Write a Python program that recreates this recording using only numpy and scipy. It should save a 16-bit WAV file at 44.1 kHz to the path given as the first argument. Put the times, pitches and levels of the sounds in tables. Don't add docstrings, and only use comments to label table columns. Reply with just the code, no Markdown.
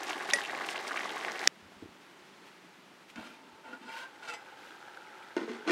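import sys
import numpy as np
from scipy import signal
from scipy.fft import rfft, irfft
from scipy.io import wavfile
from scipy.ndimage import map_coordinates

SR = 44100
rng = np.random.default_rng(int(sys.argv[2]) if len(sys.argv) > 2 else 0)


def dump(signal):
    limited = np.clip(np.atleast_2d(signal).T, -1, 1)
    pcm = np.round(limited * 32767).astype(np.int16)
    wavfile.write(sys.argv[1], SR, pcm)


N = 252163
T = np.arange(N) / SR

# mode_hz, relative_db, t60_s
LID_RING = [(685, -6, 0.39), (1600, -8, .27), (1920, -2.5, 0.27), (2046, -4, .25), (2283, 1.5, .16),
            (2670, -1, .15), (3180, -2, .1), (3600, -12, .1), (4016, -7.5, .15), (4320, -12, .1),
            (4700, -4, .1), (5060, -8, 0.2), (5238, -16, .16), (5700, -13, .1), (5965, -6.5, .11),
            (6331, -6, .08), (7000, -11, .1), (7400, -12, .18), (7854, -5, .13), (8484, -9.5, .16),
            (9636, -13, .1), (10080, -17, .11), (11380, -16, .07), (12700, -27, .06)]


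def close_boil():
    # freq_hz, relative_density_db
    bubbling_spectrum = [(40, -59), (100, -14), (160, -8.5), (230, -10.5), (370, -1), (480, -2),
                         (600, -2.5), (730, -5.5), (865, 2.5), (1200, -6.5), (1950, -2), (2600, -16.5),
                         (4000, -19), (16000, -47)]
    fizz_spectrum = [(300, -21), (1500, 2.5), (3200, 1), (5500, -3), (8500, -9.5), (12000, -17),
                     (16000, -22)]
    # start_s, base_db, pitch_hz, ring_cycles
    burst_rows = [(.0952, -26, 2540, .9), (.1075, -21, 2290, .7), (.1296, -28, 1000, .8),
                  (.2013, -30, 1690, 2), (.208, -28, 1750, 1), (.2902, -22.5, 1700, .7),
                  (.3032, -20.5, 2840, 1.1), (.3097, -19.5, 3680, 1.4), (.4075, -26, 1650, 1),
                  (.4165, -29, 2780, 1.3), (.4379, -27, 2680, 1), (.4506, -24, 2600, .9),
                  (.4585, -27, 2800, 1.2), (.4967, -26, 1900, 2), (.5326, -32, 1080, .7),
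                  (.5498, -25, 2120, 1.3), (.5889, -27, 1940, .8), (.5995, -26.5, 1600, .6),
                  (.6123, -27, 1770, 1), (.6889, -19.5, 2700, .9), (.7576, -25, 2170, .8),
                  (.7605, -21.5, 2600, .7), (.7788, -24.5, 2900, .8), (.8703, -27, 2130, 1.2),
                  (.9096, -23, 1510, .9), (.9187, -27.5, 1640, 1.6), (.9422, -27.5, 1190, 1),
                  (.9586, -24, 1680, .7), (.9622, -25, 2200, .8), (.9741, -20, 2090, 1),
                  (.978, -23, 2300, 1.2), (.9928, -22.5, 1800, .8), (1.0065, -23, 1910, 1),
                  (1.0335, -27, 2200, 1), (1.0559, -22, 1100, .6), (1.0934, -27, 3240, 1.2),
                  (1.1045, -28, 3300, 1), (1.169, -27, 1590, .9), (1.2114, -27, 2180, .8),
                  (1.2487, -18, 2100, .55), (1.283, -21, 1910, .9), (1.2985, -27, 1900, 1),
                  (1.3568, -30, 2610, 1.1), (1.3851, -29, 2100, 1), (1.4155, -26, 2000, 1.3),
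                  (1.4402, -23, 2010, .8)]
    # start_s, peak_db, pitch_hz, ring_cycles
    spit_rows = [(.033, -28, 5950, 0.96), (.036, -33, 11500, .8), (.188, -39, 9930, .7),
                 (.438, -43, 10750, 4.2), (0.666, -31, 9000, 0.51), (.709, -37, 8700, 2.4),
                 (0.88, -29, 5300, 0.74), (0.9687, -33, 7000, 0.52), (.993, -32, 5300, .6),
                 (1.319, -27.5, 5460, 0.84), (1.393, -28, 4830, 0.85)]
    # peak_s, length_s, bubbling_lift_db, fizz_lift_db
    surge_rows = [(0.098, 0.059, 1, 8), (0.301, 0.021, 4, 8), (0.365, 0.072, 3.5, 7),
                  (0.708, 0.052, 0, 7.5), (.88, 0.027, -0.5, 5.5), (0.996, 0.43, 0.5, 1),
                  (1.2, 0.035, -2, 2), (1.465, 0.089, 2, 4)]
    bubbling_db, fizz_db = -41.5, -49
    for s, length, bubbling_lift, fizz_lift in surge_rows:
        hump = swell(s, length)
        bubbling_db = bubbling_db + bubbling_lift * hump
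        fizz_db = fizz_db + fizz_lift * hump

    swarm = echoes(bubbles(per_s=2800, spread_db=2.0, cycles=1.26), t60=0.011, wet_db=-10.0)
    bubbling = colour(swarm, bubbling_spectrum) * amp(bubbling_db + 1.3 * drift(40))
    crackle = bubbles(per_s=5000, spread_db=3.5, cycles=0.51)
    fizz = colour(crackle + 0.5 * rng.standard_normal(N), fizz_spectrum)
    fizz *= amp(fizz_db + 0.32 * drift(22))

    bursts = small_pops()
    for s, db, hz, cycles in burst_rows:
        cavity = amp(db - 1.5) * blip(hz, cycles, glide=0.0069)
        skin = amp(db - 16) * blip(1.5 * hz, cycles=0.23)
        add(bursts, s, cavity)
        add(bursts, s, skin)
    for s, db, hz, cycles in spit_rows:
        add(bursts, s, amp(db) * blip(hz, cycles))
    return bubbling + fizz + echoes(low_cut(bursts, hz=400), t60=0.011, wet_db=-7.0)


def small_pops(count=8):
    pitches_hz = np.geomspace(1240, 2980, count)
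    per_s = 45 + 240 * swell(.99, length=.07)
    total = np.zeros(N)
    for hz in pitches_hz:
        bursts = clicks(per_s=per_s / count, spread_db=3.0)
        total += signal.oaconvolve(bursts, blip(hz, cycles=0.95))[:N]
    return amp(-36.5) * total


def ladle():
    # start_s, level_db, contact_s, treble_limit_hz, favoured_hz, favour_db, grind_db
    clink_rows = [(0.3347, -14, 0.003, 12300, 1900, 2, -9), (1.474, -10.5, 0.015, 7000, 4900, 7, -2)]
    # mode_hz, relative_db, t60_s
    ladle_modes = [(571, -15.5, .11), (1915, -6, .035), (1928, -12, .18), (2020, -12, .03),
                   (2230, -2, .015), (2450, -5, .02), (3600, -5, .011), (4043, -30, .05), (4850, -6, .017),
                   (4920, -31, .13), (5560, 2, .011), (6310, 1, .012), (6950, -8, .02), (7940, -18, .03),
                   (8522, -26, .1), (9480, -21.5, .08), (9608, -26, .07), (10320, -14, .022),
                   (10720, -28, .1)]
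    favour_octaves = .6
    out, t = np.zeros(N), T[:SR // 2]
    for s, db, contact_s, top_hz, favoured_hz, favour_db, grind_db in clink_rows:
        modes = []
        for hz, level, t60 in ladle_modes:
            octaves = np.log2(hz / favoured_hz)
            lift_db = favour_db * np.exp(-(octaves / favour_octaves) ** 2)
            modes.append((hz, level + lift_db, t60))
        grind = high_cut(low_cut(rng.standard_normal(len(t)), hz=890), hz=8650)
        grind *= np.exp(-t / contact_s)
        strike = high_cut(chime(modes, t) + amp(grind_db) * grind, top_hz)
        onset = 1 - np.exp(-t / 0.00066)
        add(out, s, amp(db) * strike * onset)
    return echoes(out, t60=0.1, wet_db=-19)


def lid():
    # start_s, length_s, rub_db, boom_db, bite_db_per_octave, pitch_shift_share
    pull_rows = [(3.158, 0.043, -47.5, -47, -4.5, 0.0026), (3.211, 0.063, -51.5, -53.5, -1, 0.0082),
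                 (3.267, 0.089, -60, -56.5, -1.5, 0), (3.367, 0.23, -65, -63, -5.5, -0.0032),
                 (3.631, 0.11, -52, -59, -5, 0.000096), (3.729, 0.014, -50, -49.5, -5.5, -0.00056),
                 (3.809, 0.094, -54.5, -58, -1.5, 0.00061), (3.861, 0.18, -48, -68, -1.3, .035),
                 (4.218, 0.062, -50.5, -82, 0, 0.0054), (4.276, 0.028, -44, -71, 1.5, -0.012),
                 (4.32, 0.019, -45.5, -66, -1, -0.053)]
    # mode_hz, width_hz, relative_db
    lid_modes = [(501, 12.5, -5), (650, 23, -12), (886.5, 16, 2), (950, 23, -4), (1010, 10, -4),
                 (1383, 21, 4.5), (1456, 24, -1), (1554, 49, -6), (2180, 240, -12), (2220, 100, -33),
                 (2665, 120, -5.5), (3030, 97, -9), (3590, 87, -10), (4090, 70, -13), (4670, 70, -16),
                 (5800, 58, -30), (7000, 59, -17), (7850, 120, -21), (9800, 2000, -48)]
    # freq_hz, relative_density_db
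    grit_spectrum = [(60, -35), (250, 2), (900, 33), (3000, 26), (6000, -11), (11000, -20), (14000, -20),
                     (16000, -40)]
    pulls = moves(pull_rows, rise_share=0.24, release_s=0.0203)
    _, _, rub_db, boom_db, bite, bend = np.transpose(pull_rows)
    slips = unit(clicks(per_s=900, spread_db=1.5)) + 0.62 * rng.standard_normal(N)
    slips = unit(slips) * amp(0.45 * drift(50))

    ring = waver(body(slips, lid_modes), blend(pulls, bend), depth=.007, per_s=9)
    rubbing = ring + amp(-7) * scratches() + amp(-9) * colour(slips, grit_spectrum)
    scrape = high_cut(tilt(rubbing, blend(pulls, bite), pivot_hz=1380), hz=10500)
    boom = body(slips, [(245, 20, -3.0), (263.0, 39, 5), (467, 65, -15), (600, 42, -13)])
    boom = low_cut(boom, hz=130)
    rubbed = scrape * strength(pulls, rub_db) + boom * strength(pulls, boom_db)
    return rubbed + rim_rings() + gliding_tones()


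def scratches():
    t = T[:SR // 8]
    snags = np.zeros(N)
    for hz, db, t60 in LID_RING:
        ring = chime([(hz, db, .45 * t60)], t)
        snags += signal.oaconvolve(clicks(per_s=45, spread_db=2.5), ring)[:N]
    return unit(high_cut(waver(snags, 0, depth=.012, per_s=7), hz=5200))


def rim_rings():
    # start_s, level_db, treble_limit_hz, free_ring_share, pitch_shift_share
    catch_rows = [(3.159, -44.5, 5000, 0.15, .13), (3.189, -55, 5000, .16, .12),
                  (4.25, -56, 9000, 0.63, .03), (4.283, -54, 9000, .5, -0.041),
                  (4.298, -51, 12000, .5, 0.014), (4.337, -48.5, 14000, 0.91, 0)]
    out, t = np.zeros(N), T[:SR // 2]
    for s, db, top_hz, ring_share, shift in catch_rows:
        chance_db = 2.5 * rng.standard_normal(len(LID_RING))
        modes = []
        for (hz, level, t60), extra_db in zip(LID_RING, chance_db):
            modes.append((hz * (1 + shift), level + extra_db, t60 * ring_share))
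        add(out, s, amp(db) * high_cut(chime(modes, t), top_hz))
    return out


def gliding_tones():
    # start_s, length_s, level_db, first_pitch_hz, last_pitch_hz
    tone_rows = [(3.152, 0.028, -52, 1450, 1440), (3.225, .14, -59, 268, 278), (3.28, .07, -64, 2420, 2400),
                 (3.3, 0.32, -63, 885, 899), (3.67, .075, -54, 238, 255), (3.678, 0.088, -58, 890, 885),
                 (3.727, 0.024, -47, 1445, 1458), (3.81, .045, -54.5, 250, 238),
                 (3.852, 0.14, -50.5, 1435, 1475), (3.872, 0.086, -51.5, 870, 925),
                 (3.968, 0.093, -54, 1030, 1043), (3.987, 0.078, -48, 1510, 1582),
                 (4.222, 0.022, -47.5, 1475, 1430), (4.269, 0.038, -45.5, 1430, 1387),
                 (4.278, 0.042, -50, 2700, 2670), (4.283, 0.062, -53, 475, 470)]
    out = np.zeros(N)
    gains = moves(tone_rows, rise_share=0.21, release_s=0.016)
    for gain, (s, length, db, first_hz, last_hz) in zip(gains, tone_rows):
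        glide_hz = np.interp(T, [s, s + length], [first_hz, last_hz])
        hz = glide_hz * (1 + 0.01386 * drift(86.6))
        tone = np.sin(2 * np.pi * np.cumsum(hz) / SR)
        out += amp(db) * gain * unit(tone * amp(3.4 * drift(78)))
    return out


def heavy_pot():
    # start_s, boom_db, boom_hz, boom_cycles, crack_db, upper_wall_clang_db
    knock_rows = [(5.3662, -20.5, 368, 1.5, -27.5, -28.5), (5.377, -38, 265, 2.6, -36.5, -33.5),
                  (5.392, -44, 332, 2, -38, -46), (5.412, -33.5, 346, 3.5, -40, -40),
                  (5.415, -41.5, 225, 3, -52, -52), (5.431, -33, 352, 2.5, -45, -42),
                  (5.478, -34.5, 439, 4.5, -44, -46), (5.491, -37, 242, 3.6, -45, -38.5),
                  (5.515, -41, 365, 4, -48, -41), (5.55, -47, 235, 3, -48, -44),
                  (5.586, -44, 426, 5.7, -58, -50), (5.6656, -43, 298, 1.8, -46, -46),
                  (5.6758, -30, 333, 1.7, -36, -27), (5.6854, -27, 369, 1.8, -32, -26),
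                  (5.6955, -24.5, 327, 1.8, -27, -22), (5.7074, -23.5, 363, 1.8, -23, -22),
                  (5.7135, -34, 378, 2, -24, -18)]
    # mode_hz, width_hz, relative_db
    pot_modes = [(248, 30, -5), (333, 26, 1.5), (379, 26, 1.5), (448, 26, -1), (585, 25, -12),
                 (673, 30, -10), (755, 50, -13), (920, 70, -9.5), (1028, 50, -10), (1170, 40, -9),
                 (1310, 90, -11), (1452, 60, -6), (1820, 100, -10), (2030, 60, -13), (2350, 200, -23),
                 (2690, 80, -21), (3250, 200, -25), (3950, 400, -29), (5080, 250, -34), (6270, 70, -25),
                 (8500, 900, -36)]
    # start_s, length_s, level_db, brightness_db_per_octave
    shift_rows = [(5.389, 0.045, -41.5, -2.5), (5.475, 0.039, -44, -0.5), (5.524, 0.047, -48.5, 0.5),
                  (5.58, 0.16, -52, -3), (5.66, 0.18, -25.5, 1)]
    blows, t = np.zeros(N), T[:SR // 5]
    ring = body(signal.unit_impulse(len(t)), pot_modes)
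    ring = amp(3.5) * ring / np.abs(ring).max()
    for s, boom_db, hz, cycles, crack_db, clang_db in knock_rows:
        contact = rng.standard_normal(len(t)) * np.exp(-t / 0.0073)
        crack = high_cut(body(contact, pot_modes[4:9]), hz=3000)
        clang = high_cut(body(contact, pot_modes[9:]), hz=8500)
        add(blows, s, amp(boom_db) * blip(hz, cycles, glide=-0.0045))
        add(blows, s, amp(crack_db) * (crack / np.abs(crack).max() + ring))
        add(blows, s, amp(clang_db) * clang / np.abs(clang).max())

    shifts = moves(shift_rows, rise_share=0.36, release_s=0.039)
    _, _, shift_db, brightness = np.transpose(shift_rows)
    slips = unit(unit(clicks(per_s=1200, spread_db=1.0)) + 0.44 * rng.standard_normal(N))
    judder = tilt(body(slips, pot_modes), blend(shifts, brightness), pivot_hz=405, reach=1.9)
    judder = high_cut(judder, hz=8500)
    sound = echoes(blows, t60=0.39, wet_db=-9.5) + judder * strength(shifts, shift_db)
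    return high_cut(low_cut(sound, hz=200, order=4), hz=7800)


def thumps():
    # start_s, base_db, pitch_hz
    thump_rows = [(1.627, -50, 149), (1.651, -54, 160), (1.661, -48, 170), (1.72, -43.5, 784),
                  (1.766, -48, 199), (1.8243, -37.5, 270), (1.829, -44, 430), (1.833, -45.5, 121),
                  (1.857, -41.5, 310), (1.888, -48, 177), (2.215, -61, 170), (3.189, -38, 235),
                  (3.53, -56, 151)]
    out = np.zeros(N)
    for s, db, hz in thump_rows:
        add(out, s, amp(db) * blip(hz, cycles=0.65))
    return low_cut(echoes(out, t60=0.065, wet_db=-0.5), hz=70)


def rustles():
    # peak_s, level_db, length_s
    rustle_rows = [(2.47, -59, 0.036), (3.1, -55.5, 0.031), (3.26, -58.5, 0.22), (3.972, -51.5, 0.13),
                   (4.676, -58.5, 0.19)]
    level = sum(amp(db) * swell(s, length) for s, db, length in rustle_rows)
    spectrum = [(300, -12), (2500, 6.5), (7000, -9.5), (10000, -14.0), (14000, -18.0), (16000, -22)]
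    return level * colour(clicks(per_s=4500, spread_db=3.5), spectrum)


def outdoors():
    # freq_hz, relative_density_db
    air_spectrum = [(30, -49), (60, -27), (100, -9.5), (160, -2.5), (260, 0.5), (365, 8), (470, 0),
                    (600, 0.5), (900, 2), (1900, -0.5), (3000, -3.5), (6300, -13.5), (10400, -21.5),
                    (15800, -28.5)]
    # time_s, level_db
    air_level, lidded_level, boil_level = [(2.05, -57), (2.4, -56), (2.7, -57), (3.5, -58.5), (4.5, -56)], [(1.48, -64.5), (3.1, -66), (4.2, -87)], [(2.8, -70), (3.4, -69),
                                                                              (4.1, -58), (4.45, -55),
                                                                              (5.7, -52)]
    # mode_hz, width_hz, relative_db
    hollow_modes = [(338, 44, -7.5), (548, 79, -3), (857, 73, 7), (910, 98, -2), (1334, 100, 5),
                    (1463, 93, 6.5), (1578, 32, 4.5), (1970, 32, -3), (3030, 920, -11)]
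    # start_s, base_db, pitch_hz
    far_rows = [(4.461, -46, 2450), (4.478, -44, 1480), (4.63, -44, 2080), (4.827, -40, 1400),
                (4.883, -42, 1650), (4.949, -47, 2400), (4.973, -35, 1500), (5.02, -41, 1400),
                (5.072, -42, 2150), (5.154, -43, 1350), (5.226, -45, 2300), (5.229, -46, 3150),
                (5.319, -42, 1550)]
    air = colour(rng.standard_normal(N), air_spectrum) * amp(curve(air_level) + .5 * drift(21))
    swarm = bubbles(per_s=1800, spread_db=2.5, cycles=0.64)
    swarm = colour(swarm, [(100, -12.0), (300, -2.0), (3000, -10.0), (15000, -18.0)])
    rumble = unit(body(low_cut(swarm, hz=120), [(178, 61, 0)])) * amp(curve(lidded_level))
    boil = unit(body(swarm, hollow_modes)) + amp(-14) * plips()
    boil *= amp(curve(boil_level) + 0.22 * drift(38))

    hollow = body(signal.unit_impulse(SR // 10), hollow_modes)
    hollow /= np.abs(hollow).max()
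    for s, db, hz in far_rows:
        add(boil, s, amp(db - 5.5) * blip(hz, cycles=4.2, glide=0.012))
        add(boil, s, amp(db - 2) * hollow)
    return air + rumble + boil


def plips(count=10):
    total = np.zeros(N)
    for hz in np.geomspace(1860, 3630, count):
        bursts = clicks(per_s=42 / count, spread_db=2)
        total += signal.oaconvolve(bursts, blip(hz, cycles=6, glide=.03))[:N] / hz
    return unit(total)


def bubbles(per_s, spread_db, cycles, count=30):
    swarm = np.zeros(N)
    for hz in np.geomspace(200, 12000, count):
        bursts = clicks(per_s / count, spread_db)
        one_size = signal.oaconvolve(bursts, blip(hz, cycles, glide=0.037))[:N]
        swarm += np.sqrt(hz) * unit(one_size)
    return unit(swarm)


def blip(hz, cycles, glide=0):
    u = T[:int(8 * cycles / hz * SR) + 2] * hz / cycles
    wave = np.sqrt(u) * np.exp(-u) * np.sin(2 * np.pi * cycles * (u + glide * u ** 2 / 2))
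    return wave / np.abs(wave).max()


def chime(modes, t):
    return sum(amp(db - 60 * t / t60) * np.sin(2 * np.pi * hz * t) for hz, db, t60 in modes)


def body(x, modes):
    t = T[:SR // 4]
    ring = np.zeros(len(t))
    for hz, width, db in modes:
        ring += amp(db) * width * np.exp(-np.pi * width * t) * np.cos(2 * np.pi * hz * t)
    ring *= np.where(t > 0, 1, .5)
    ring = signal.lfilter([1, 1], [1], ring)
    return signal.oaconvolve(x, ring / np.linalg.norm(ring))[:len(x)]


def clicks(per_s, spread_db):
    size = amp(spread_db * np.minimum(rng.exponential(1, N), 4))
    return size * rng.choice([-1, 1], N) * (rng.random(N) < per_s / SR)


def echoes(x, t60, wet_db):
    t = T[:SR // 3]
    tail = rng.standard_normal(len(t)) * amp(-60 * t / t60) * (t > .002)
    return x + amp(wet_db) * signal.oaconvolve(x, tail / np.linalg.norm(tail))[:N]


def moves(rows, rise_share, release_s):
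    gains = []
    for s, length, *_ in rows:
        rise = np.clip((T - s) / (rise_share * length), 0, 1)
        gains.append(rise * np.exp(-np.maximum(T - s - length, 0) / release_s))
    return np.array(gains)


def strength(gains, levels_db):
    return np.sqrt(amp(levels_db) ** 2 @ gains ** 2)


def blend(gains, values):
    return values @ gains / (gains.sum(0) + 1e-9)


def swell(s, length):
    return np.exp(-(2 * (T - s) / length) ** 2)


def waver(x, bend, depth, per_s):
    place = np.arange(N) + np.cumsum(bend + depth * drift(per_s))
    return map_coordinates(x, [place], order=3, mode="reflect")


def tilt(x, db_per_octave, pivot_hz, reach=2):
    f, t, z = signal.stft(x, SR, nperseg=512)
    octaves = np.clip(np.log2((f + 1) / pivot_hz), -reach, reach)[:, None]
    return signal.istft(z * amp(octaves * np.interp(t, T, db_per_octave)), SR)[1][:N]


def colour(x, spectrum):
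    hz, db = np.transpose(spectrum)
    f = np.fft.rfftfreq(N, 1 / SR)
    gain = amp(np.interp(np.log(f + 1), np.log(hz), db))
    return unit(irfft(rfft(x) * gain, N))


def drift(per_s):
    f = np.fft.rfftfreq(N, 1 / SR)
    return unit(irfft(rfft(rng.standard_normal(N)) * np.exp(-(f / per_s) ** 2), N))


def low_cut(x, hz, order=2):
    return signal.sosfilt(signal.butter(order, hz, "highpass", fs=SR, output="sos"), x)


def high_cut(x, hz):
    return signal.sosfilt(signal.butter(2, min(hz, .45 * SR), fs=SR, output="sos"), x)


def amp(db):
    return 10 ** (np.asarray(db) / 20)


def unit(x):
    return x / np.sqrt(np.mean(x ** 2) + 1e-20)


def curve(rows, axis=1):
    rows = np.array(rows)
    return np.interp(T, rows[:, 0], rows[:, axis])


def add(mix, s, sound):
    part = mix[round(s * SR):][:len(sound)]
    part += sound[:len(part)]


def scene():
    jump_s = 1.4767
    near = low_cut(close_boil() + ladle(), hz=44.4)
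    metal = low_cut(lid() + heavy_pot(), hz=110)
    far = metal + thumps() + rustles() + outdoors()
    return np.where(T < jump_s, near, far)[None]


def record(dry):
    band = signal.firwin(511, 15900, window=("kaiser", 9), fs=SR)
    return signal.oaconvolve(dry, band[None], "same")


dry = scene()
out = record(dry)
dump(out)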